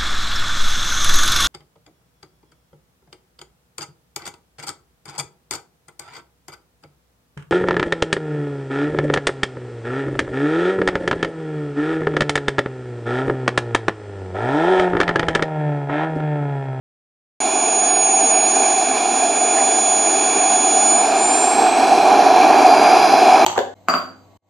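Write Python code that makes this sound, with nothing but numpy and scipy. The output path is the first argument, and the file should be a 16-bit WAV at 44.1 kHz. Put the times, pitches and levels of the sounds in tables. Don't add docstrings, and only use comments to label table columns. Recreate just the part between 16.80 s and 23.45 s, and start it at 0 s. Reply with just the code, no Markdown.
import sys
import numpy as np
from scipy import signal
from scipy.io import wavfile
from scipy.ndimage import uniform_filter1d, map_coordinates

SR = 44100
rng = np.random.default_rng(int(sys.argv[2]) if len(sys.argv) > 2 else 0)


def gain_from_decibels(decibels):
    exponent = np.asarray(decibels, float) / 20
    return 10 ** exponent


def wav_record(signal):
    frames = np.transpose(np.atleast_2d(signal))
    bounded = np.clip(frames, -1, 1)
    quanta = np.round(bounded * 32767).astype(np.int16)
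    wavfile.write(sys.argv[1], SR, quanta)


N = 293265
TIME_S = np.arange(N) / SR

# time in s, shaft speed in Hz.
THROTTLE = [(0.6, 571.5), (0.794, 563.7), (1.487, 561.5), (2.595, 569.1), (2.837, 569.8), (3.703, 562.9),
            (4.114, 569.6), (4.556, 598.9), (5.009, 651.7), (5.789, 786.6), (6.144, 819.0), (6.65, 829.8)]
# time in s, level in dB.
WHINE_LEVEL = [(.6, -17.5), (.7, -19), (.95, -13.5), (1.2, -12), (1.83, -12.5), (1.95, -16), (2.2, -19),
               (2.45, -16.5), (2.75, -14), (3.2, -13), (3.45, -14.5), (3.95, -13), (4.08, -9.5),
               (4.2, -12.5), (4.33, -25), (4.45, -13), (4.65, -15.5), (4.97, -23)]
# time in s, level in dB.
BLADE_LEVEL = [(.6, -32.5), (1.3, -38), (2.9, -32), (4.1, -31), (4.45, -44), (5.2, -32), (5.62, -29),
               (6.1, -18.5), (6.6, -25)]
# multiple of the shaft speed, level in dB relative to the whine.
FAINT_TONES = [
    [11, -30.5],
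    [13, -28],
    [19, -35],
]
# frequency in Hz, level in dB per Hz.
FLOW_COLOUR = [(40, -60), (90, -25), (170, -24.5), (330, -6.5), (750, -9.5), (1300, -22), (2400, -22),
               (4100, -22), (5600, -13.5), (7300, -29)]
# frequency in Hz, rise in dB per octave of shaft speed,
# rise in dB per 100 Hz/s of acceleration.
FLOW_RESPONSE = [(298, 8, 1.5), (836, 16, 1), (1190, 16.5, 1), (2250, 7.5, -0.46), (5360, 5, 0.54)]
# frequency in Hz, width in Hz, gain in dB.
HOUSING_MODES = [(537, 126, -15), (755.6, 168, 14.5), (1650, 125, 4.5), (1998, 171, -14.5),
                 (2404, 394, 11.5), (2968, 366, -8.5), (3735, 221, -14), (4090, 200, 5.5),
                 (4426, 243, -12.5), (5122, 168, -22.5), (5850, 290, -6.5), (928, 87, -4), (657, 44, 2.5)]
# frequency in Hz, left-right likeness from 0 to 1.
CHANNEL_LIKENESS = [(60, 0.3), (170, 0.97), (500, 0.95), (1450, 0.99), (4180, 0.92), (12100, 1)]
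# frequency in Hz, left minus right in dB.
CHANNEL_LEAN = [(60, -17), (170, -0.5), (500, -1.5), (1450, -4), (4180, -1.5), (12100, -2.5)]
# peak in dB, frequency in Hz, length in s.
WHEEL_PUFFS = [
    (-27.5, 1750, 0.011),
    (-27, 2050, 0.0045),
    (-34, 1900, 0.01),
    (-45, 3700, .008),
    (-55, 50, 0.017),
]
PUFF_TIMES = [2.778, 2.786, 2.803, 1.71, 6.105]
# frequency in Hz, gain in dB.
INPUT_FILTER = [(7300, 0), (7800, -6), (8000, -12), (8400, -15), (8580, -60)]
# frequency in Hz, threshold in dB.
GATE_THRESHOLD = [(6000, -85), (7000, -59), (8000, -69.5), (10000, -66.5), (11300, -66), (12000, -69.5),
                  (12350, -65), (12600, -70)]


def rms_one(x):
    return x / np.sqrt(np.mean(x ** 2) + 1e-20)


def in_time(rows):
    s, values = np.transpose(rows)
    return np.interp(TIME_S, s, values)


def at_hz(points, hz):
    points = np.array(points)
    return np.interp(np.log(hz), np.log(points[:, 0]), points[:, 1])


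def drift(rate):
    r = np.exp(-80 * np.pi * rate / SR)
    white = rng.standard_normal(N // 40 + 2002)
    slow = signal.lfilter([1], [1, -2 * r, r * r], white)[2000:]
    return np.interp(np.arange(N) / 40, np.arange(len(slow)), rms_one(slow))


def sides(hz):
    return gain_from_decibels(at_hz(CHANNEL_LEAN, hz) * np.array([[.5], [-.5]]))


def bell(hz, width_hz, db):
    w, wide, g = 2 * np.pi * hz / SR, np.pi * width_hz / SR, gain_from_decibels(db / 2)
    zeros = [1 + wide * g, -2 * np.cos(w), 1 - wide * g]
    poles = [1 + wide / g, -2 * np.cos(w), 1 - wide / g]
    return np.array(zeros + poles) / (1 + wide / g)


def housing(x, rows=slice(None)):
    return signal.sosfilt([bell(*row) for row in HOUSING_MODES[rows]], x)


def flow(shaft_hz, patchy_db, gust_db):
    octaves = np.log2(shaft_hz / shaft_hz.min())
    gaining = np.gradient(shaft_hz) * SR / 100
    nearer_db = 0.35 * TIME_S
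    response = np.array(FLOW_RESPONSE)
    edges = 32 * 2 ** np.arange(0, 8.6, .5)
    white, gust, out = rng.standard_normal((2, 2, N)), drift(5.7), 0
    for k, (low, high) in enumerate(zip(edges, edges[1:])):
        band = signal.butter(2, [low, high], "band", fs=SR, output="sos")
        mid, side = signal.sosfilt(band, white[k % 2])
        hz = np.sqrt(low * high)
        speed_db = at_hz(response, hz) * octaves
        acceleration_db = at_hz(response[:, ::2], hz) * gaining
        flicker_db = gust_db * gust + patchy_db * drift(3.0)
        gain = gain_from_decibels(at_hz(FLOW_COLOUR, hz) + nearer_db + speed_db + acceleration_db + flicker_db)
        alike = np.clip(at_hz(CHANNEL_LIKENESS, hz), 0, 1)
        spread = np.sqrt((1 - alike) / (1 + alike)) * side * [[1], [-1]]
        out = out + gain * sides(hz) * (mid + spread)
    rumble_cut = signal.butter(2, 225, "high", fs=SR, output="sos")
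    fold_guard = signal.cheby1(7, 1, 7210, fs=SR, output="sos")
    out = signal.sosfilt(rumble_cut, housing(out))
    return gain_from_decibels(-14.0) * rms_one(signal.sosfilt(fold_guard, out))


def wheels():
    out, white = 0, rng.standard_normal(N)
    for s, (db, hz, length_s) in zip(PUFF_TIMES, WHEEL_PUFFS):
        around = signal.butter(2, [hz / 1.08, hz * 1.08], "band", fs=SR, output="sos")
        band = rms_one(signal.sosfilt(around, white))
        swell = np.exp(-((TIME_S - s) / length_s) ** 2)
        out = out + sides(hz) * gain_from_decibels(db) * band * swell
    return out


def shaft():
    first, size = round(THROTTLE[0][0] * SR), round(0.4 * SR)
    hz = in_time(THROTTLE)
    rounded = uniform_filter1d(hz[first:], size=size, mode="nearest")
    rounded = uniform_filter1d(rounded, size=size, mode="nearest")
    hz[first:] = rounded
    hz[:first] = rounded[0]
    return hz


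def main_blades(turns, flutter_db):
    tone = gain_from_decibels(in_time(BLADE_LEVEL) + 2 * flutter_db * drift(9)) * np.sin(6 * turns)
    return sides(4000) * housing(housing(tone), rows=slice(6, 9, 2))


def whine(shaft_hz, turns, flutter_db):
    edge_db = at_hz(INPUT_FILTER, 12 * shaft_hz)
    tones = gain_from_decibels(edge_db + flutter_db * drift(8)) * np.sin(12 * turns)
    for multiple, relative_db in FAINT_TONES:
        loss_db = at_hz(INPUT_FILTER, min(round(multiple), 13) * shaft_hz)
        loss_db = np.maximum(loss_db, 2 * edge_db - 30)
        level = gain_from_decibels(relative_db + loss_db + 3.7 * flutter_db * drift(4.4))
        tones += level * np.sin(round(multiple) * turns)
    return sides(11200) * gain_from_decibels(in_time(WHINE_LEVEL)) * tones


def compressor(shaft_hz, flutter_db, wobble):
    shaft_hz = shaft_hz * (1 + wobble * drift(19))
    turns = 2 * np.pi * np.cumsum(shaft_hz) / SR
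    return np.sqrt(2) * (main_blades(turns, flutter_db) + whine(shaft_hz, turns, flutter_db))


def scene():
    shaft_hz = shaft()
    centring_from_s = 3.3
    centred = np.clip((TIME_S - centring_from_s) / (N / SR - centring_from_s), 0, 1)
    gas = flow(shaft_hz, patchy_db=0.81, gust_db=0.5)
    jet = gas + compressor(shaft_hz, flutter_db=0.68, wobble=0.00017)
    return jet * gain_from_decibels(1.6 * centred * [[.5], [-.5]]) + wheels()


def spectral_gate(x):
    hz, s, cells = signal.stft(x, SR, nperseg=1024)
    patch = uniform_filter1d(np.abs(cells[0]) ** 2, size=3, axis=0)
    patch = uniform_filter1d(patch, size=5, axis=1)
    loud_db = 10 * np.log10(uniform_filter1d(patch.sum(axis=0), size=20))
    wander_db = 0.8 * np.interp(s * SR, np.arange(N), drift(9.8))
    shift_db = 0.14 * (loud_db - loud_db.mean()) + wander_db
    threshold_db = at_hz(GATE_THRESHOLD, hz + 1)[:, None] + shift_db
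    cells = cells * (patch > gain_from_decibels(2 * threshold_db))
    return signal.istft(cells, SR, nperseg=1024)[1][:, :N]


def band_limit(x):
    return signal.sosfilt(signal.butter(12, 12690, fs=SR, output="sos"), x)


def record(dry):
    slow_rate_hz, start_s, fade_in_s, offset = 16005, .6024, .002, .0018
    ticks = np.arange(0, TIME_S[-1] + 2 / slow_rate_hz, 1 / slow_rate_hz)
    taken = [map_coordinates(side, [ticks * SR], order=5, mode="nearest") for side in dry]
    joined = np.array([np.interp(TIME_S, ticks, side) for side in taken])
    fade_in = np.clip((TIME_S - start_s) / fade_in_s, 0, 1)
    running = (spectral_gate(joined) + offset) * fade_in
    return band_limit(np.clip(running, -1, 1))


dry = scene()
out = record(dry)
wav_record(out)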